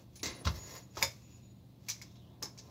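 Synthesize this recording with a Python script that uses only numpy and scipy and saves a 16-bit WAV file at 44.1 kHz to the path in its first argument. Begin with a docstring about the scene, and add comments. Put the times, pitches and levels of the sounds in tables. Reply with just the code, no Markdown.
"""A dull hum and a soft, low rustle fill a small workshop, where a craft knife trims a kite on a wooden bench.
The hum is wavering low tones over filtered noise; thin, faint whistles are high tones that come and go.
A hand lands on the sail with a thump and slides over it: noise bursts, low bench tones and grainy noise.
The blade clicks against the spar and the bench: short cracks of noise with pings, and one firm ringing knock.
A sharp clack, airy squeaks, soft low-mid swells and the scrape of the blade along the sail are shaped noise."""
import sys
import numpy as np
from scipy import signal
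from scipy.io import wavfile
from scipy.ndimage import uniform_filter1d

SR = 44100
rng = np.random.default_rng(int(sys.argv[2]) if len(sys.argv) > 2 else 0)


def transcribe(signal):
    """Save signal, clipped to [-1, 1], as a 16-bit WAV file at the path in sys.argv[1]."""
    frames = np.atleast_2d(signal).T
    limited = np.clip(frames, -1, 1)
    pcm = np.round(limited * 32767).astype(np.int16)
    wavfile.write(sys.argv[1], SR, pcm)


N = 119070  # 2.7 s
TIME = np.arange(N) / SR
RING_TIME = np.arange(SR * 3 // 4) / SR  # clock of one struck sound and its reverberation, 0.75 s


def amp(db):
    """Turns decibels into a gain."""
    return 10 ** (np.asarray(db) / 20)


def unit(x):
    """Scales a signal to an rms of 1."""
    return x / np.sqrt(np.mean(x ** 2) + 1e-20)


def fade(t60):
    """Dies away exponentially, by 60 dB in t60 seconds."""
    return amp(-60 * RING_TIME / t60)


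def add(mix, start_s, sound):
    """Mixes a sound in at its start time, cut off at the end of the mix."""
    part = mix[max(round(start_s * SR), 0):][:len(sound)]
    part += sound[:len(part)]


def read(points, hz):
    """Reads a (pitch_hz, level_db) curve at any pitch, on a log-frequency axis."""
    points_hz, points_db = np.transpose(points)
    return np.interp(np.log(hz + 1), np.log(points_hz), points_db)


# Centres of the four bands that set the brightness of a knife contact or a pat: knock, mid, treble, fizz [Hz]
BAND_CENTRES_HZ = (900, 2300, 5800, 12000)


def colour(x, points, bands_db=None, size=4096):
    """Filters a sound to a given spectrum at unit power, then applies any band levels, with no pre-echo."""
    hz = abs(np.fft.fftfreq(size, 1 / SR))
    gain = unit(amp(read(points, hz)))
    if bands_db is not None:
        gain = gain * amp(read(list(zip(BAND_CENTRES_HZ, bands_db)), hz))
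    # minimum phase: the filter responds as early as it can
    spectrum = np.exp(np.conj(signal.hilbert(np.log(gain + 1e-7))))
    taps = np.fft.ifft(spectrum).real
    return signal.fftconvolve(x, taps[:size // 2])[:len(x)]


def even_noise(count, size=256):
    """Makes noise with its power spread evenly over time and frequency."""
    x = rng.standard_normal(count)
    for _ in range(3):
        z = signal.stft(x, nperseg=size)[2]
        x = signal.istft(z / (abs(z) + 1e-12), nperseg=size)[1][:count]
    return unit(x)


def waver(size=900):
    """Drifts slowly and randomly with an rms of 1; size is the smoothing in samples."""
    smooth = uniform_filter1d(rng.standard_normal(N), size)
    return unit(uniform_filter1d(smooth, size))


# Nearby surfaces throw back quick reflections, weaker for the knife
NEAR_DB, NEAR_KNIFE_DB, NEAR_T60_S = -4, -5, 0.084


def near(x, wet_db, above_hz=700):
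    """Small surfaces add quick reflections above the bass, which ripple the spectrum."""
    taps = even_noise(len(RING_TIME)) * fade(NEAR_T60_S) * (RING_TIME > .001)
    taps = signal.sosfilt(signal.butter(2, above_hz, "high", fs=SR, output="sos"), taps)
    wet = signal.fftconvolve(x, taps / np.linalg.norm(taps))[:len(x)]
    return (x + amp(wet_db) * wet) / np.hypot(1, amp(wet_db))


# Early reflections and the late tail of the workshop
EARLY_DB, EARLY_T60_S, LATE_DB, LATE_T60_S = -3.5, 0.12, -17.5, 0.36
ROOM_TOP_HZ = 9000  # the walls absorb the highest treble
# A contact builds up briefly; its reflections crackle unevenly
ATTACK_S, CRACKLE_DB = 0.00073, 3


def burst(length_s, room_db=0):
    """A brief uneven crack is followed by dense, duller reflections from bench and walls."""
    direct_power = np.exp(-(RING_TIME / length_s) ** 2)
    early = amp(EARLY_DB) * fade(EARLY_T60_S)
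    late = amp(LATE_DB) * fade(LATE_T60_S)
    room_power = signal.fftconvolve(direct_power / direct_power.sum(), early ** 2 + late ** 2)
    room_power = abs(room_power[:len(RING_TIME)])
    dull = signal.lfilter(*signal.butter(1, ROOM_TOP_HZ, fs=SR), even_noise(len(RING_TIME), size=128))
    crackle = unit(amp(CRACKLE_DB * waver(size=50)[:len(RING_TIME)]))
    build_up = 1 - np.exp(-RING_TIME / ATTACK_S)
    crack = np.sqrt(direct_power) * even_noise(len(RING_TIME), size=64) * build_up
    return crack + amp(room_db) * np.sqrt(room_power) * crackle * dull


GRAINS_PER_S, GRAIN_SPREAD_DB = 700, 2  # average rate of the catches, and how uneven they are


def friction(levels, spectrum, smooth=0.58):
    """Rubbing is many tiny catches of uneven size over a smooth hiss, following a level curve."""
    catches = rng.random(N) < GRAINS_PER_S / SR
    signs = rng.choice([-1, 1], N)
    size_db = GRAIN_SPREAD_DB * np.minimum(rng.exponential(1, N), 4)
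    grains = catches * signs * amp(size_db)
    rub = colour(unit(grains) + smooth * rng.standard_normal(N), spectrum)
    level_db = np.interp(TIME, *np.transpose(levels), left=-120, right=-120)
    return unit(rub) * amp(level_db)


# Tones of the hum: pitch_hz [Hz], level_db [dB]
HUM_TONES = [(81, -77), (119.5, -59.5), (194, -67), (242, -77)]
HUM_WAVER_HZ = 3.17
# Spectrum of the steady room noise: pitch_hz [Hz], level_db [dB]
ROOM_NOISE_COLOUR = [(25, -51), (45, 0), (62, -4.5), (85, 4), (120, 0), (155, -1), (200, -6), (330, -8.5),
                     (420, -18), (800, -24), (1500, -37), (3000, -33), (4000, -28.5), (6000, -42.5),
                     (9000, -42.5), (15500, -36.5)]
ROOM_NOISE_DB = -58.5


def workshop():
    """Low tones whose pitch drifts make the hum, over steady, mostly low noise."""
    hum = np.zeros(N)
    for hz, db in HUM_TONES:
        pitch = hz + HUM_WAVER_HZ * waver()
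        hum += np.sqrt(2) * amp(db) * np.sin(2 * np.pi * np.cumsum(pitch) / SR)
    noise = unit(colour(rng.standard_normal(N), ROOM_NOISE_COLOUR))
    return hum + amp(ROOM_NOISE_DB) * noise


# Loudness of the soft, low rustle: time_s [s], level_db [dB]
RUSTLE_LEVELS = [(0, -61.5), (.12, -76), (.26, -59.5), (.42, -53.5), (.6, -60), (.85, -66), (1.3, -73.5),
                 (2.13, -69), (2.27, -66.5), (2.6, -62), (2.7, -61.5)]
# Spectrum of the rustle: pitch_hz [Hz], level_db [dB]
RUSTLE_SPECTRUM = [(60, -25), (180, 1.5), (330, -2.5), (550, -6.5), (800, -7.5), (1300, -20), (3000, -31),
                   (8000, -42)]


def rustle():
    """A soft rustle is grainy noise with most of its power in the low range."""
    return friction(RUSTLE_LEVELS, RUSTLE_SPECTRUM)


# Thin whistle pulses: middle_s [s], length_s [s], pitch_hz [Hz], level_db [dB]
WHISTLE_PULSES = [(.185, .075, 9800, -67), (0.235, 0.074, 9770, -64), (0.31, 0.049, 9777, -65),
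                  (0.36, 0.042, 9785, -62), (.408, 0.046, 9785, -61), (.632, 0.13, 6804, -54.5),
                  (0.731, .062, 6796, -58), (0.776, .045, 6829, -57), (0.835, .042, 6840, -64.5),
                  (0.924, 0.062, 6800, -76), (1.249, 0.077, 6900, -69), (1.312, .05, 6880, -72),
                  (1.352, 0.063, 6880, -68), (1.452, 0.082, 6900, -70.5), (1.51, .04, 6880, -76),
                  (1.585, .09, 6920, -77.5)]
WHISTLE_WAVER_HZ, WHISTLE_FLUTTER_DB = 11, 1.5
WHISTLE_ROOM_DB, WHISTLE_T60_S = -6, 0.297


def whistles():
    """Faint high tones swell and drop out, each wavering around its pitch and lingering in the room."""
    out = np.zeros(N)
    for middle_s, length_s, hz, db in WHISTLE_PULSES:
        swell = np.cos(np.pi * np.clip((TIME - middle_s) / length_s, -.5, .5))
        pitch = hz + WHISTLE_WAVER_HZ * waver(size=150)
        level = amp(db + WHISTLE_FLUTTER_DB * waver(size=300))
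        out += np.sqrt(2) * swell * level * np.sin(2 * np.pi * np.cumsum(pitch) / SR)
    tail = even_noise(len(RING_TIME)) * fade(WHISTLE_T60_S)
    return out + amp(WHISTLE_ROOM_DB) * signal.fftconvolve(out, tail / np.linalg.norm(tail))[:N]


# Faint, airy squeaks of rubbing, and two soft low-mid swells (the rows under 1000 Hz):
# middle_s [s], length_s [s], pitch_hz [Hz], level_db [dB]
SQUEAKS_AND_SWELLS = [(0.563, .014, 5640, -59), (.688, .014, 5720, -58), (0.725, 0.026, 5680, -57),
                      (1.317, 0.16, 2597, -77), (1.47, 0.074, 3894, -78), (2.096, 0.042, 3620, -72),
                      (2.184, 0.038, 3740, -67.5), (2.254, 0.051, 3110, -72), (2.33, 0.041, 3580, -75),
                      (2.33, 0.083, 701, -74), (2.695, 0.022, 794, -64)]
BAND_WIDTH_HZ = 420


def squeaks_and_swells():
    """Each squeak or low-mid swell is noise in one band that softly rises and falls."""
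    out = np.zeros(N)
    low_pass = signal.butter(2, BAND_WIDTH_HZ / 2, fs=SR, output="sos")
    for middle_s, length_s, hz, db in SQUEAKS_AND_SWELLS:
        band = signal.sosfilt(low_pass, rng.standard_normal(N))
        swell = np.exp(-((TIME - middle_s) / length_s) ** 2)
        # multiplying by a tone moves the slow noise up to the pitch
        out += amp(db) * swell * unit(band * np.sin(2 * np.pi * hz * TIME))
    return out


# Spectrum of the clack: pitch_hz [Hz], level_db [dB]
CLACK_SPECTRUM = [(100, 0.5), (200, -6.5), (340, 3.5), (520, -6.5), (900, -8), (1200, -9), (1380, -12.5),
                  (1700, -9.5), (2100, -4), (3200, -14), (4000, -2), (5200, -5), (6400, -0.5), (7500, -5.5),
                  (8600, -22.5), (15500, -17.5)]
# The echo's time and level are relative to the clack
CLACK_S, CLACK_DB, CLACK_ECHO_S, CLACK_ECHO_DB, CLACK_T60_S = .2308, -33, .026, -3, 0.38


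def clack(treble_t60_s=0.13, split_hz=4500):
    """A sharp clack, heard mostly through the room, has a wall echo and a tail whose treble dies first."""
    out = np.zeros(N)
    low_pass = signal.butter(2, split_hz, fs=SR, output="sos")
    for start_s, db in ((CLACK_S, CLACK_DB), (CLACK_S + CLACK_ECHO_S, CLACK_DB + CLACK_ECHO_DB)):
        noise = colour(rng.standard_normal(len(RING_TIME)), CLACK_SPECTRUM)
        low = signal.sosfiltfilt(low_pass, noise)
        treble = noise - low
        add(out, start_s, amp(db) * (low * fade(CLACK_T60_S) + treble * fade(treble_t60_s)))
    return out


# Pushes on the bench top: start_s [s], level_db [dB]
BENCH_PUSHES = [(0.4548, -25.5), (0.4671, -26.5), (1.028, -39.5)]
# Low tones of the bench top: pitch_hz [Hz], level_db [dB], t60_s [s]
BENCH_TONES = [(81.9, 9.5, 0.089), (103.2, 3, 0.16), (132.5, -3, 0.15), (160.5, -8.5, .18),
               (224.7, -7.5, 0.1)]
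# Spectrum of the low rumble that the room holds after a thump: pitch_hz [Hz], level_db [dB]
RUMBLE_COLOUR = [(35, -28), (60, -2), (90, -1), (130, -6), (200, -17.5), (350, -20.5), (700, -55)]
RUMBLE_DB, RUMBLE_T60_S, THUMP_RISE_S = -14.5, 0.64, 0.013


def bench():
    """The pushed bench top booms in its low modes and the room rumbles on."""
    out = np.zeros(N)
    modes = sum(amp(db) * fade(t60) * np.sin(2 * np.pi * hz * RING_TIME) for hz, db, t60 in BENCH_TONES)
    rise = 1 - np.exp(-RING_TIME / THUMP_RISE_S)
    for start_s, db in BENCH_PUSHES:
        noise = unit(colour(even_noise(len(RING_TIME), size=2048), RUMBLE_COLOUR))
        rumble = amp(RUMBLE_DB) * fade(RUMBLE_T60_S) * noise
        add(out, start_s, amp(db) * (modes + rumble) * rise)
    return out


# Fingers then palm land on the sail; two small crackles follow during the slide (the last two rows):
# start_s [s], length_s [s], low_db, mid_db, treble_db, fizz_db [dB], room_db [dB]
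PATS_AND_CRACKLES = [(0.4467, 0.0069, -62, -44, -44, -58, 0), (0.4513, 0.0054, -38.5, -38, -34.5, -39.5, 1),
                     (0.467, 0.0039, -22.5, -32, -38, -44, -5.5),
                     (0.4719, 0.0027, -27, -25.5, -26.5, -42, -7.5),
                     (0.751, 0.0041, -57, -44.5, -54.5, -39.5, -5.5),
                     (0.758, 0.0024, -45.5, -49.5, -59.5, -51, -6.5)]
# Spectrum of a pat or crackle: pitch_hz [Hz], level_db [dB]
PAT_SPECTRUM = [(100, -6.5), (350, -3), (540, 5.5), (700, -4.5), (950, 7), (1300, 9.5), (1600, 1),
                (3000, 0), (4200, 5.5), (6500, -1), (8800, -14.5), (14000, -7)]


def hand():
    """Fingers then palm land, and two small crackles follow: noise bursts with their own band levels."""
    out = np.zeros(N)
    for start_s, length_s, *bands_db, room_db in PATS_AND_CRACKLES:
        add(out, start_s, colour(burst(length_s, room_db), PAT_SPECTRUM, bands_db))
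    return out


# Loudness of the palm sliding over the sail: time_s [s], level_db [dB]
SLIDE_LEVELS = [(.49, -50), (.53, -55.5), (.56, -50.5), (.62, -57.5), (.68, -54), (.755, -50), (.80, -57),
                (.87, -76), (.93, -72)]
# Spectrum of the slide: pitch_hz [Hz], level_db [dB]
SLIDE_SPECTRUM = [(100, -12.5), (250, -4), (550, 2), (740, 0), (1030, -2), (1510, -10.5), (1850, -4),
                  (3220, -12.5), (4300, -5), (5700, -5.5), (7000, -11), (8620, -27.5), (11600, -13.5),
                  (15500, -15.5)]


def slide():
    """The palm slides over the sail, catching on it in many tiny grains."""
    return friction(SLIDE_LEVELS, SLIDE_SPECTRUM)


# Loudness of the blade scraping along the edge of the sail: time_s [s], level_db [dB]
SCRAPE_LEVELS = [(0, -63), (.08, -81.5), (.15, -69.5), (.2, -88), (.3, -59.5), (.92, -74), (.955, -57.5),
                 (.99, -46), (1.02, -45), (1.08, -63), (1.2, -68.5), (1.36, -67.5), (1.55, -81),
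                 (1.78, -82), (1.87, -62.5), (2.1, -68.5), (2.35, -82.5), (2.7, -65)]
# Spectrum of the scrape: pitch_hz [Hz], level_db [dB]
SCRAPE_SPECTRUM = [(300, 4), (1000, -2), (1700, -8), (2500, -4.5), (3200, -6.5), (5500, -1), (7000, -3.5),
                   (8800, -26), (12000, -12.5), (15000, -14.5)]


def scrape():
    """The blade scrapes along the edge of the sail, a grainy hiss that rises and falls."""
    return friction(SCRAPE_LEVELS, SCRAPE_SPECTRUM)


RING_WIDTH_HZ, RING_ECHO_DB, RING_ECHO_T60_S = 147, -14, 0.22  # a wider resonance dies sooner


def ring(hz):
    """A contact gives a short ping at one pitch, and a diffuse echo of it."""
    ping = np.exp(-np.pi * RING_WIDTH_HZ * RING_TIME) * np.sin(2 * np.pi * hz * RING_TIME)
    echo = unit(signal.fftconvolve(even_noise(len(ping), size=1024), ping)[:len(ping)])
    return 2 * ping + amp(RING_ECHO_DB) * echo * fade(RING_ECHO_T60_S)


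# Tones of the knife and the bench under it: pitch_hz [Hz], level_db [dB], t60_s [s]
KNOCK_TONES = [(556, -7.5, 0.21), (913, -5, 0.14), (999, -7, 0.095), (1662, -12.5, 0.12),
               (2022, -13.5, 0.12), (2150, -14, 0.12), (2360, -13, 0.089), (3600, -8, 0.19),
               (4312, -14.5, 0.12), (4600, -10.5, 0.11), (4960, 0.5, 0.13), (5230, -5.5, 0.14),
               (6860, -12, 0.15), (6900, -3.5, 0.13)]
KNOCK_S, KNOCK_DB, KNOCK_RISE_S = 1.026, -28.5, 0.0029
MODE_BLUR = 0.99  # phase drift in radians (rms): reflections blur the modes


def firm_knock():
    """One firm knock rings the knife and the bench in many fading tones."""
    hz, db, t60 = np.transpose(KNOCK_TONES)[:, :, None]
    drift = np.array([waver(size=220)[:len(RING_TIME)] for _ in KNOCK_TONES])
    turns = hz * RING_TIME + rng.random((len(KNOCK_TONES), 1))
    tones = amp(db) * fade(t60) * np.sin(2 * np.pi * turns + MODE_BLUR * drift)
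    return amp(KNOCK_DB) * tones.sum(axis=0) * (1 - np.exp(-RING_TIME / KNOCK_RISE_S))


# Knife contacts: start_s [s], length_s [s], knock_db, mid_db, treble_db, fizz_db [dB],
# ring pitch_hz [Hz], ring_db [dB]
KNIFE_CONTACTS = [(0.156, 0.017, -63.5, -55, -48, -57, 6300, -59),
                  (0.194, 0.0067, -99, -44, -52.5, -60, 2600, -66),
                  (0.9702, 0.011, -29.5, -39.5, -38.5, -57, 1280, -38.5),
                  (0.973, .004, -42, -55, -54, -60, 560, -46),
                  (1.018, 0.0051, -26, -32, -65, -38, 1010, -43),
                  (1.0257, 0.0033, -27, -21.5, -22.5, -25, 2240, -24),
                  (1.0267, 0.0043, -54, -45, -28.5, -32, 5110, -23.5),
                  (1.885, 0.0081, -54.5, -34.5, -32, -38, 2240, -44.5),
                  (1.892, 0.00059, -61, -36, -25.5, -36.5, 2300, -38.5),
                  (1.9, 0.004, -44, -46, -34.5, -39.5, 5930, -31.5),
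                  (1.905, 0.0017, -78, -34, -27.5, -60, 6320, -41),
                  (1.964, .004, -71, -60, -61, -75, 2100, -55.5),
                  (2.0154, 0.0053, -53, -55, -45, -51, 2200, -47.5),
                  (2.021, 0.004, -56, -47.5, -42.5, -68, 5180, -44.5),
                  (2.156, 0.003, -75, -58, -57, -87, 3360, -64.5),
                  (2.4208, 0.0082, -40.5, -43.5, -65.5, -73, 454, -55),
                  (2.4255, 0.0029, -35, -40.5, -35, -38, 6450, -39.5),
                  (2.4275, .002, -43.5, -48, -37, -50, 5080, -36),
                  (2.4326, 0.0042, -45.5, -55, -32.5, -46, 5340, -34.5),
                  (2.436, 0.0024, -51, -62, -51, -69, 403, -42),
                  (2.457, 0.0024, -41, -43.5, -55, -71, 5230, -40),
                  (2.576, 0.0079, -86, -56, -45.5, -63, 2290, -62),
                  (2.587, 0.011, -79, -51, -42, -67, 5430, -48)]
# Spectrum of a knife contact: pitch_hz [Hz], level_db [dB]
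CONTACT_COLOUR = [(60, 0), (200, -5.5), (560, -4), (750, -1.5), (1000, 1.5), (1500, -5), (2150, -3.5),
                  (2900, -9), (4000, -3), (5200, -2), (6900, 0), (8800, -15.5), (10500, -7.5), (15000, -3)]


def knife():
    """Each contact cracks and pings; the firm knock also rings the knife and the bench."""
    cracks, rings = np.zeros((2, N))
    add(rings, KNOCK_S, firm_knock())
    for start_s, length_s, *bands_db, hz, ring_db in KNIFE_CONTACTS:
        add(cracks, start_s, colour(burst(length_s), CONTACT_COLOUR, bands_db))
        add(rings, start_s, amp(ring_db) * ring(hz))
    return near(cracks, NEAR_KNIFE_DB) + rings


def scene():
    """All sources meet at one microphone."""
    rubbing = slide() + scrape() + rustle()
    background = workshop()
    reflected = near(rubbing + clack() + hand(), NEAR_DB)
    return (background + reflected + squeaks_and_swells() + whistles() + bench() + knife())[None]


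def record(dry, low_cut_hz=52, top_hz=15750):
    """The microphone cuts the deepest bass, and a steep filter removes the highest treble."""
    thin = signal.sosfilt(signal.butter(6, low_cut_hz, "high", fs=SR, output="sos"), dry)
    low_pass = signal.firwin(511, top_hz, window=("kaiser", 9), fs=SR)
    return signal.oaconvolve(thin, low_pass[None], "same")


dry = scene()
out = record(dry)
transcribe(out)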